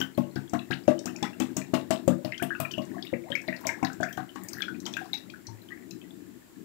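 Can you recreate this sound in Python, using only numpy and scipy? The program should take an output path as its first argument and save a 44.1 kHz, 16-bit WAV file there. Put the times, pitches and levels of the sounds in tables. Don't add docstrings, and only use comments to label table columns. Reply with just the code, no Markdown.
import sys
import numpy as np
from scipy import signal
from scipy.fft import rfft, irfft, next_fast_len
from scipy.io import wavfile
from scipy.ndimage import uniform_filter1d

SR = 44100
rng = np.random.default_rng(int(sys.argv[2]) if len(sys.argv) > 2 else 0)


def bounce(signal):
    frames = np.transpose(np.atleast_2d(signal))
    limited = np.clip(frames, -1, 1)
    pcm = np.round(limited * 32767).astype(np.int16)
    wavfile.write(sys.argv[1], SR, pcm)


def elevation(decibels):
    levels = np.asarray(decibels, float)
    return 10 ** (levels / 20)


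N = 292824
TIME_S = np.arange(N) / SR
NEAR_DB = 6


def colour(x, points):
    hz, db = np.transpose(points)
    size = next_fast_len(len(x))
    bin_hz = np.arange(size // 2 + 1) * SR / size + 1
    gain = elevation(np.interp(np.log(bin_hz), np.log(hz), db))
    return irfft(rfft(x, size) * gain, size)[:len(x)]


def level(x, db):
    return x * elevation(db) / np.sqrt(np.mean(x ** 2))


def noise(points, db):
    return level(colour(rng.standard_normal(N), points), db)


def walk(rate_hz):
    hold = int(SR / rate_hz)
    steps = np.repeat(rng.standard_normal(N // hold + 1), hold)
    return 0.91 * uniform_filter1d(steps, hold)[:N]


def add(out, s, grain):
    i = int(s * SR)
    out[i:i + len(grain)] += grain[:N - i]


def ring(hz, db, t60_s, rise_s, glide=0.):
    t = np.arange(int(t60_s * SR)) / SR
    envelope = elevation(db - 60 * t / t60_s) * (1 - np.exp(-t / rise_s))
    return envelope * np.sin(2 * np.pi * hz * t * (1 + glide * t / t60_s))


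def swarm(out, s, hz, db, count, spread, within_s, cycles):
    for detune, lag, size in rng.standard_normal((count, 3)):
        f = np.clip(hz * np.exp(spread * detune), 500, 15000)
        size_db = db + 2.2 * size - 4 * lag ** 2
        add(out, s + within_s * lag ** 2, ring(f, size_db, cycles / f, 2 / f, glide=0.14))


# (frequency [Hz], t60 [s], level [dB])
ROOM = [(153, 0.68, -37), (349, 0.52, -3), (620, 0.23, -0.5), (1000, 0.2, 0), (1850, 0.18, -1),
        (5340, 0.22, -4.5), (12900, 0.17, 0.5)]


def kitchen(x):
    places, shifts_hz = 3, 11
    hz, t60_s, db = np.transpose(ROOM)
    t, tails = TIME_S[:SR // 2], 0
    for centre in 60 * 2 ** np.arange(0, 8.1, .5):
        at = np.log(centre), np.log(hz)
        bandpass = [(centre / 2, -60), (centre / 2 ** .5, -15), (centre, 0),
                    (centre * 2 ** .5, -15), (centre * 2, -60)]
        band = colour(rng.standard_normal(places * len(t)), bandpass).reshape(places, -1)
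        fade = elevation(-60 * t / np.interp(*at, t60_s)) * (t > .004)
        tails = tails + band * fade * elevation(np.interp(*at, db)) / np.sqrt(np.sum(fade ** 2))
    share = np.array([walk(shifts_hz) for _ in range(places)])
    share /= np.sqrt(np.sum(share ** 2, axis=0))
    return x + signal.oaconvolve(x * share, tails, axes=1).sum(axis=0)[:N]


# (time [s], level [dB])
CHURN = [(0, -58), (1.1, -46), (2.75, -48.5), (2.9, -42), (3.25, -51.5), (4, -47.5), (4.3, -54),
         (4.7, -41.5), (5.24, -50.5), (5.31, -48.5), (5.4, -55.5), (5.95, -46), (6.07, -50.5), (6.19, -46),
         (6.3, -48.5), (6.52, -62), (6.58, -44.5), (6.64, -46.5)]
# (frequency [Hz], density [dB per Hz])
RUMBLE = [(24, -54), (40, -55), (123, -7), (157, -12.5), (179, -0.5), (216, -5), (235, -1.5), (341, 1),
          (558, -31), (700, -89)]


def rumble():
    lumps = elevation(2.84 * walk(30)) * rng.standard_normal(N)
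    churn_db = np.interp(TIME_S, *np.transpose(CHURN))
    return level(colour(lumps, RUMBLE), 0) * elevation(churn_db)


# (time [s], level [dB])
FOAM = [(0, -66.5), (1.2, -60.5), (2.2, -66.5), (2.6, -60), (2.95, -58.5), (3.2, -64.5), (3.6, -56.5),
        (4.25, -65), (4.6, -56), (4.8, -66), (5.0, -53.5), (5.25, -66), (5.8, -68), (6.64, -71.5)]
# (frequency [Hz], level [dB])
FIZZ = [(400, -9), (600, 0.5), (900, 1), (1300, -4), (1750, 12), (2600, 2), (4500, 7), (9000, 2.5),
        (16000, 1.5)]


def fizz():
    chatter = 0.19 * rng.standard_normal(N)
    for when, pitch, size in rng.random((2600, 3)):
        hz = 450 * 12 ** pitch
        add(chatter, when * N / SR, ring(hz, 11 * size ** 3, 22 / hz, 0.0011, glide=0.17))
    foam_db = np.interp(TIME_S, *np.transpose(FOAM))
    return level(colour(chatter, FIZZ), 0) * elevation(foam_db)


# (time [s], thump [dB], bubble [Hz], bubble re thump [dB], deep modes re thump [dB])
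GULPS = [(0.001, -27.5, 860, -42, -0.5), (0.177, -18, 578, -1, -1), (0.358, -27, 710, -14, 0.5),
         (0.532, -22.5, 680, -1.5, 2), (0.703, -28.5, 734, -7.5, 4.5), (0.878, -19.5, 597.4, 5, -2.5),
         (1.055, -29.5, 694, -7, -9), (1.224, -26.5, 806, -6, -3), (1.4, -25, 754, -10.5, -1.5),
         (1.564, -27, 616, -6, 4), (1.734, -19.5, 639, -3.5, -4.5), (1.904, -19.5, 639, 0.5, -8),
         (2.076, -14, 540, -0.5, 0), (2.245, -29, 612, 3.5, 3), (2.42, -26.5, 670, -3, 0),
         (2.598, -34.5, 642, 7.5, 13.5), (2.777, -25.5, 610, -1, -2), (2.964, -40.5, 695, 5, 1),
         (3.127, -27.5, 533, 1.5, 0), (3.3, -34.5, 545, 3.5, 3.5), (3.48, -28.5, 622, 1, -6.5),
         (3.652, -34.5, 645, 6, -3.5), (3.826, -24, 759, -3, -1.5), (4.001, -26.5, 650, -0.5, 1),
         (4.174, -29.5, 735, 4, -1), (4.355, -35.5, 827, -9.5, -9), (4.53, -42, 563, -25, 7.5),
         (4.856, -34, 836, -10, -3)]
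# (frequency [Hz], level [dB], t60 [s])
BODY = [(109, -11.5, 0.3), (141.7, -2.5, 0.33), (198.2, -0.5, 0.3), (251.8, 4.5, 0.27), (309.7, 2.5, 0.17),
        (335, -0.5, 0.14), (361, -27, 0.2)]
# (frequency [Hz], level re thump [dB], t60 [s])
NECK = [(1152.5, -16, 0.13), (836, -20, 0.2)]
NECK_RINGS_DB = [0, 0.5, -6, -2.5, -4, -3, -3, 5, 4, -1.5, 8, 8.5, 1.5, -7, 5, -3.5]


def gulps():
    out = np.zeros(N)
    necks_db = NECK_RINGS_DB + NECK_RINGS_DB[-1:] * len(GULPS)
    for (s, db, hz, bubble_re_db, deep_db), neck_db in zip(GULPS, necks_db):
        s += .002
        for f, mode_db, t60_s in BODY:
            size, detune = rng.standard_normal(2)
            mode_db = db + mode_db - 7 + 2 * size + (f < 170) * deep_db
            add(out, s, ring(f * (1 + 0.036 * detune), mode_db, 0.91 * t60_s, 0.0021))
        add(out, s, ring(371, db - 3, 0.02, 0.00053))
        bubble_db = db + bubble_re_db
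        add(out, s, ring(hz, bubble_db, 0.089, 0.00059, glide=0.051))
        pair_hz = hz * (1 + 0.1 * np.tanh(rng.standard_normal()))
        add(out, s, ring(pair_hz, bubble_db - 5, 0.076, 0.006, glide=-0.054))
        for f, mode_db, t60_s in NECK:
            size, detune = rng.standard_normal(2)
            mode_db = db + mode_db + neck_db + 0.87 * size - 3.5 * s
            add(out, s, ring(f * (1 + 0.0193 * detune), mode_db, t60_s, 0.00015, glide=0.013))
        swarm(out, s, hz, bubble_db - 13, count=4, spread=.3, within_s=.012, cycles=14)
    return out


# (time [s], spray [dB], spray [Hz], top re spray [dB], slap [dB])
SPLASHES = [(0.002, -33, 5450, -5, -28), (0.176, -52, 7600, 14.5, -31.5), (0.357, -38.5, 4310, -9, -34),
            (0.5345, -41.5, 6700, 1, -30.5), (0.7081, -39.5, 4560, -6, -27.5),
            (0.878, -41, 6500, -33, -24.5), (1.057, -28.5, 6120, -7.5, -32.5),
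            (1.2268, -29.5, 5580, -13, -25.5), (1.4, -27.5, 6340, -5.5, -22),
            (1.567, -22.5, 6540, -7.5, -27), (1.7387, -39, 4700, 1, -18.5), (1.907, -27.5, 7180, -6, -19),
            (2.0778, -31, 6770, -1.5, -26.5), (2.2474, -39.5, 4440, 1, -30),
            (2.425, -34.5, 7800, -8, -29.5), (2.601, -34, 7640, 0, -26.5), (3.303, -53, 7200, -23, -36),
            (3.669, -23.5, 5620, -12, -29), (3.829, -41, 6500, -16, -45), (4.0078, -46, 6960, -15, -36),
            (4.1728, -47, 6660, -2, -34.5), (4.358, -48, 7160, -20, -37.5), (4.532, -35, 5260, -5, -45),
            (4.863, -31, 6200, -22, -32.5)]


def slaps():
    out, t = np.zeros(N), TIME_S[:6000]
    for s, *_, db in SPLASHES:
        add(out, s, elevation(db - 60 * t / 0.16) * (1 - np.exp(-t / 0.00093)))
    return out * noise([(600, 13), (900, 15), (2000, 6.5), (3500, 5.5), (16000, -13.5)], -14)


def drops():
    out = np.zeros(N)
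    for s, *_, slap_db in SPLASHES:
        swarm(out, s, 3110, slap_db + 1, count=20, spread=0.59, within_s=0.029, cycles=8.1)
    return out


def high_air():
    return noise([(6000, -39), (9000, -16), (11000, -5.5), (13000, 2), (16000, -1.5)], 0.55)


# (time [s], level [dB], frequency [Hz], top re peak [dB])
BURSTS = [(0.013, -37.5, 6200, 4), (0.4955, -44, 6700, -58), (0.739, -44, 4400, -25),
          (0.991, -35.5, 6230, -33), (1.163, -40.5, 5740, -35), (2.32, -47, 4250, -26),
          (2.3788, -42, 5340, -29), (2.715, -35.5, 6120, -12), (2.7796, -47, 6900, -9),
          (2.819, -46.5, 4350, -6), (3.025, -37.5, 4380, -13), (3.3535, -39, 5220, -9),
          (3.4158, -43.5, 6500, -11), (3.479, -38, 3930, -16), (3.5643, -43.5, 4440, -25),
          (3.8475, -28, 4900, -13), (3.931, -43.5, 6700, -25), (4.031, -33, 5920, -14),
          (4.127, -40, 6200, -1), (4.4357, -41.5, 8120, -3), (4.4856, -31, 6400, -8),
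          (4.6204, -34, 5570, -10), (4.802, -42, 6100, -5), (4.9377, -41, 5340, -10),
          (4.968, -39.5, 6400, -6), (5.1397, -35.5, 5440, -6), (5.3004, -44.5, 3950, -20),
          (5.469, -37, 5700, -49), (5.9089, -41.5, 5840, -4)]
# (time [s], level [dB], frequency [Hz], top re peak [dB])
SPITS = [(2.426, -31.5, 11300, -20), (2.44, -40, 11000, -20), (2.615, -45, 13500, -10),
         (2.852, -48, 6800, -12), (3.612, -53, 6100, -13), (4.352, -55, 5200, -20), (4.685, -53, 5300, -20),
         (4.855, -37.5, 4770, -17), (4.928, -44, 5500, -20), (5.056, -49, 5200, -15),
         (5.15, -48, 4900, -25), (5.175, -41, 4270, -25), (3.869, -43, 3100, -23), (1.75, -34, 2440, -30)]


def bursts():
    out, puffs = np.zeros(N), np.zeros(N)
    t = TIME_S[:6000]
    puff = np.minimum(t / .001, 1) * (elevation(-60 * t / .009) + elevation(-22 - 60 * t / .13))
    sprays = [row[:4] for row in SPLASHES]
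    for s, db, hz, top_db in BURSTS + sprays + SPITS:
        add(out, s, ring(hz, db - 5, .006, .0005))
        swarm(out, s, hz, db - 1.5, count=24, spread=0.14, within_s=0.0043, cycles=42.6)
        add(puffs, s, elevation(db + top_db) * puff)
    return out + puffs * high_air()


# (time [s], level [dB], frequency [Hz])
BUBBLES = [(0.0133, -20, 1500), (0.3632, -25, 1500), (0.546, -27, 1090), (0.7035, -36, 1370),
           (0.7124, -15, 1588), (0.917, -33, 1140), (1.244, -40, 1240), (2.5055, -16, 1606),
           (2.551, -26, 1460), (2.603, -29.5, 1214), (2.646, -32, 1036), (3.6499, -31, 1000),
           (3.668, -26.5, 642), (3.69, -32, 933), (4.025, -23, 645), (3.8262, -23.5, 966),
           (3.9009, -23.5, 1500), (4.001, -32, 1510), (4.0302, -13.5, 1500), (4.0327, -21, 1750),
           (4.1762, -21.5, 1530), (4.3582, -29.5, 1110), (4.6057, -18.5, 1636), (4.6387, -32, 1390),
           (4.682, -19.5, 1474), (4.865, -34.5, 1350), (4.968, -16.5, 1578), (5.013, -32, 740),
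           (5.055, -43, 718), (5.338, -28, 1515), (5.486, -40, 900),
           (1.0803, -32.5, 1680), (1.1586, -32, 2470), (1.226, -25.5, 1730), (1.615, -32, 1770),
          (1.616, -29.5, 2390), (2.322, -19, 2080), (2.399, -38, 1525), (2.603, -26, 2480),
          (2.6498, -19.5, 2415), (3.137, -23, 2104), (3.324, -19.5, 1703), (3.3507, -38, 2300),
          (3.3525, -8.5, 2210), (3.485, -15, 1940), (3.5266, -23, 1856), (3.528, -29.5, 2350),
          (3.6694, -21, 2170), (3.691, -13.5, 2120), (3.744, -27, 1700), (3.8294, -23.5, 2213),
          (3.8468, -21, 1720), (4.087, -35, 2420), (4.1082, -27.5, 1650), (4.5841, -25, 1760),
          (4.745, -36.5, 2430), (4.9674, -26.5, 2480), (5.1362, -27.5, 2150), (5.298, -35, 2420),
          (5.7053, -32.5, 1820), (5.7198, -27, 1924),
           (0.014, -15, 3030), (0.5915, -34, 3450), (0.7088, -28, 3870), (0.7275, -26.5, 2920),
         (0.981, -39, 3030), (0.9904, -37.5, 3670), (1.229, -21, 3440), (1.926, -31, 3050),
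         (2.3438, -27, 2950), (2.378, -27.5, 3210), (2.5502, -30.5, 2600), (2.7103, -26, 3040),
         (2.738, -23, 2920), (2.782, -24, 2850), (3.0253, -28, 3370), (3.07, -32.5, 3660),
         (3.318, -18, 3140), (3.482, -30, 4080), (4.029, -34, 3390), (4.129, -34.5, 3200),
         (4.292, -37.5, 3050), (4.605, -35, 3460), (4.6203, -14, 3335), (4.8637, -21.5, 3144),
         (4.9376, -24, 3410), (5.1323, -15, 3800), (5.47, -38.5, 4150), (5.687, -38, 3120),
         (5.913, -36.5, 4010), (6.015, -39.5, 3110), (6.107, -41.5, 3440),
           (0.149, -44, 4180), (.238, -45, 2870), (.312, -49, 4200), (0.478, -44, 3320), (0.593, -30.5, 2620),
        (0.591, -32, 3910), (0.837, -47, 4830), (1.242, -26.5, 1960), (1.332, -39.5, 2700),
        (1.421, -30.5, 3380), (2.277, -39, 2450), (2.323, -28.5, 2510), (2.325, -28, 1760),
        (2.399, -31, 2410), (2.496, -37, 2990), (2.553, -47, 2960), (2.651, -33, 1330), (2.651, -32, 1780),
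        (2.79, -33.5, 1080), (2.945, -37.5, 1098), (2.982, -32, 1670), (3.05, -34.5, 2190),
        (3.238, -40.5, 2200), (3.692, -19.5, 1716), (3.746, -40, 2050), (4.112, -46, 2000),
        (4.439, -42, 1900), (4.485, -41, 2190), (4.534, -41.5, 1170), (4.54, -38, 1630), (4.569, -31, 1540),
        (4.626, -24.5, 2300), (4.648, -38, 3260), (4.868, -30, 2090), (4.941, -31, 2470),
        (5.057, -40.5, 1000), (5.136, -37.5, 814), (5.369, -43, 1500), (5.618, -47.5, 4000),
        (5.71, -47, 1193), (5.745, -39, 1850), (5.775, -36, 1850), (5.823, -41, 2000), (5.91, -40.5, 2570),
        (6.016, -46, 2520), (6.04, -47, 1970)]


def plinks():
    out = np.zeros(N)
    trapped = [(s, slap_db - 8, 2850 * np.exp(0.082 * rng.standard_normal()))
               for s, *_, slap_db in SPLASHES]
    for s, db, hz in trapped + BUBBLES:
        if hz < 2230:
            add(out, s, ring(hz, db - 4.5, 48 / hz, 0.0011, glide=0.011))
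            pair_hz = hz * (1 + 0.074 * np.tanh(3 * rng.standard_normal()))
            add(out, s, ring(pair_hz, db - 13.5, 40 / hz, 0.0026))
            swarm(out, s, hz, db - 11, count=7, spread=.055, within_s=.016, cycles=30)
        else:
            add(out, s, ring(hz, db - 1.5, 0.02, 0.001, glide=0.016))
            swarm(out, s, hz, db - 13, count=9, spread=.06, within_s=.008, cycles=30)
    return out


# (time [s], level [dB], frequency [Hz])
GURGLES = [(0.005, -35, 1760), (0.36, -45, 1820), (3.14, -44, 1890), (3.34, -37, 1640), (3.49, -36, 1810),
           (3.54, -39.5, 2100), (3.7, -35.5, 1770), (3.829, -36, 1400), (4.041, -33, 1850),
           (4.18, -37, 1200), (4.19, -42, 1700), (4.358, -41.5, 1520), (4.599, -41, 3000), (4.87, -47, 960),
           (4.97, -39, 2980), (5.14, -37.5, 2350)]


def gurgles():
    out = np.zeros(N)
    for s, db, hz in GURGLES:
        swarm(out, s, hz, db, count=24, spread=0.096, within_s=0.032, cycles=20.5)
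    return out


# (time [s], start [Hz], end [Hz], length [s], level [dB], levelling off [exponent])
SQUEAKS = [(0.533, 1272, 2330, 0.025, -36.5, 1.2), (0.71, 1502, 4770, 0.032, -31, 1),
           (1.068, 1184, 1790, 0.024, -39.5, 3.1), (1.077, 2450, 3130, 0.025, -46, 1.8),
           (1.234, 940, 1520, 0.02, -34.5, 1), (1.24, 1090, 2406, 0.048, -40, 2.63),
           (2.102, 1174, 1920, 0.034, -44, 1.05), (2.358, 2650, 3650, 0.0064, -50, 1.1),
           (2.397, 1460, 1805, 0.027, -38, 2.05), (2.42, 1567, 3460, 0.018, -32, 2.3),
           (3.244, 610, 1410, 0.05, -44.5, 0.51), (3.637, 940, 3900, 0.027, -42.5, 2.1),
           (2.274, 702, 1500, 0.049, -53, 1.04), (0.902, 1920, 3220, 0.0125, -41.5, 1.2),
           (3.774, 757, 1850, 0.031, -48, 0.89), (3.066, 2770, 4170, 0.01, -41, 1.2)]


def squeaks():
    out = np.zeros(N)
    for s, start_hz, end_hz, length_s, db, levelling in SQUEAKS:
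        u = np.arange(int(length_s * SR)) / (length_s * SR)
        rise = 1 - (1 - u ** 1.9) ** levelling
        phase = 2 * np.pi * np.cumsum(start_hz + (end_hz - start_hz) * rise) / SR
        add(out, s, elevation(db - 6.9 * u) * np.sin(np.pi * u) ** 0.15 * np.sin(phase))
    return out


# (time [s], left [dB], right [dB], frequency [Hz], t60 [s])
BUMPS = [
    (1.093, -55, -42, 112, 0.098),
    (2.09, -50, -48, 119, .12),
    (3.673, -24, -58, 102, 0.096),
    (3.824, -50, -34, 127, .1),
    (5.477, -28.5, -67, 108.8, 0.38),
    (5.49, -33, -63, 130, 0.16),
]


def bumps(right):
    out = np.zeros(N)
    for s, left_db, right_db, hz, t60_s in BUMPS:
        if right:
            add(out, s, ring(hz, right_db, t60_s, .006))
        else:
            add(out, s, ring(hz, left_db - NEAR_DB, t60_s, .018))
    return out


# (time [s], level [dB])
SNAPS = [(2.4243, -35), (2.602, -21), (2.7099, -51), (2.722, -42), (2.7792, -50), (2.8207, -48),
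         (2.9045, -53), (3.0254, -55), (3.0528, -42), (3.322, -55), (3.352, -42), (3.424, -51),
         (3.4831, -48), (3.6092, -40), (3.6503, -50), (3.667, -31), (3.8283, -48), (3.8494, -39.5),
         (3.929, -49), (4.006, -53), (4.0299, -43), (4.0938, -39), (4.128, -46), (4.176, -41), (4.358, -50),
         (4.436, -34), (4.484, -37), (4.5313, -32), (4.58, -38), (4.6048, -37), (4.8016, -53), (4.863, -41),
         (4.9373, -47), (4.967, -44), (5.0411, -56), (5.133, -34.5), (5.186, -45), (5.6233, -48),
         (5.6856, -50), (5.9086, -49)]


def snaps():
    out = np.zeros(N)
    for s, db in SNAPS:
        add(out, s, elevation(db - 3 - 60 * TIME_S[:2000] / 0.011))
    return out * high_air()


# (frequency [Hz], gain [dB])
MICROPHONE = [(25, -16), (60, -13), (100, -0.5)]
# (frequency [Hz], density [dB per Hz])
HISS_LEFT = [(30, -16), (100, 12.5), (200, -18), (330, 14.5), (500, -4), (1500, -3.5), (3000, -9),
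             (6000, -13), (7500, -2.5), (9000, -20.5), (16000, -9.5)]


def left_microphone(pour):
    return colour(pour, MICROPHONE) + noise(HISS_LEFT, -55.5)


# (frequency [Hz], gain [dB])
LEAK = [(30, -50), (60, -25), (150, -31.5), (300, -34.5), (600, -40), (1200, -75), (4000, -78),
        (15000, -62)]
# (frequency [Hz], density [dB per Hz])
HISS_RIGHT = [(30, -10), (60, -3), (100, 0.5), (200, -7), (330, 0.5), (500, -11), (1500, -17.5),
              (3000, -18), (7500, -23), (8500, -19.5), (16000, -18.5)]


def right_microphone(pour):
    late = np.roll(pour, 15)
    return colour(late, LEAK) + noise(HISS_RIGHT, -58) + bumps(right=True)


def scene():
    slosh = elevation(2.5 * walk(55))
    thumps = (gulps() + bumps(right=False)) * slosh
    oil = slaps() + drops() + bursts() + plinks() + gurgles() + squeaks() + snaps()
    pour = elevation(NEAR_DB) * (kitchen(thumps + oil) + rumble() + kitchen(fizz()))
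    return np.array([left_microphone(pour), right_microphone(pour)])


def top_cut(x):
    return signal.sosfilt(signal.butter(12, 16660, fs=SR, output="sos"), x)


# (frequency [Hz], gain [dB])
PASSBAND = [(20, -5), (45, 0), (15650, 0), (15850, -42), (16600, -48), (16700, -80)]


def record(dry):
    mix = np.array([colour(x, PASSBAND) for x in dry])
    return top_cut(mix)


dry = scene()
out = record(dry)
bounce(out)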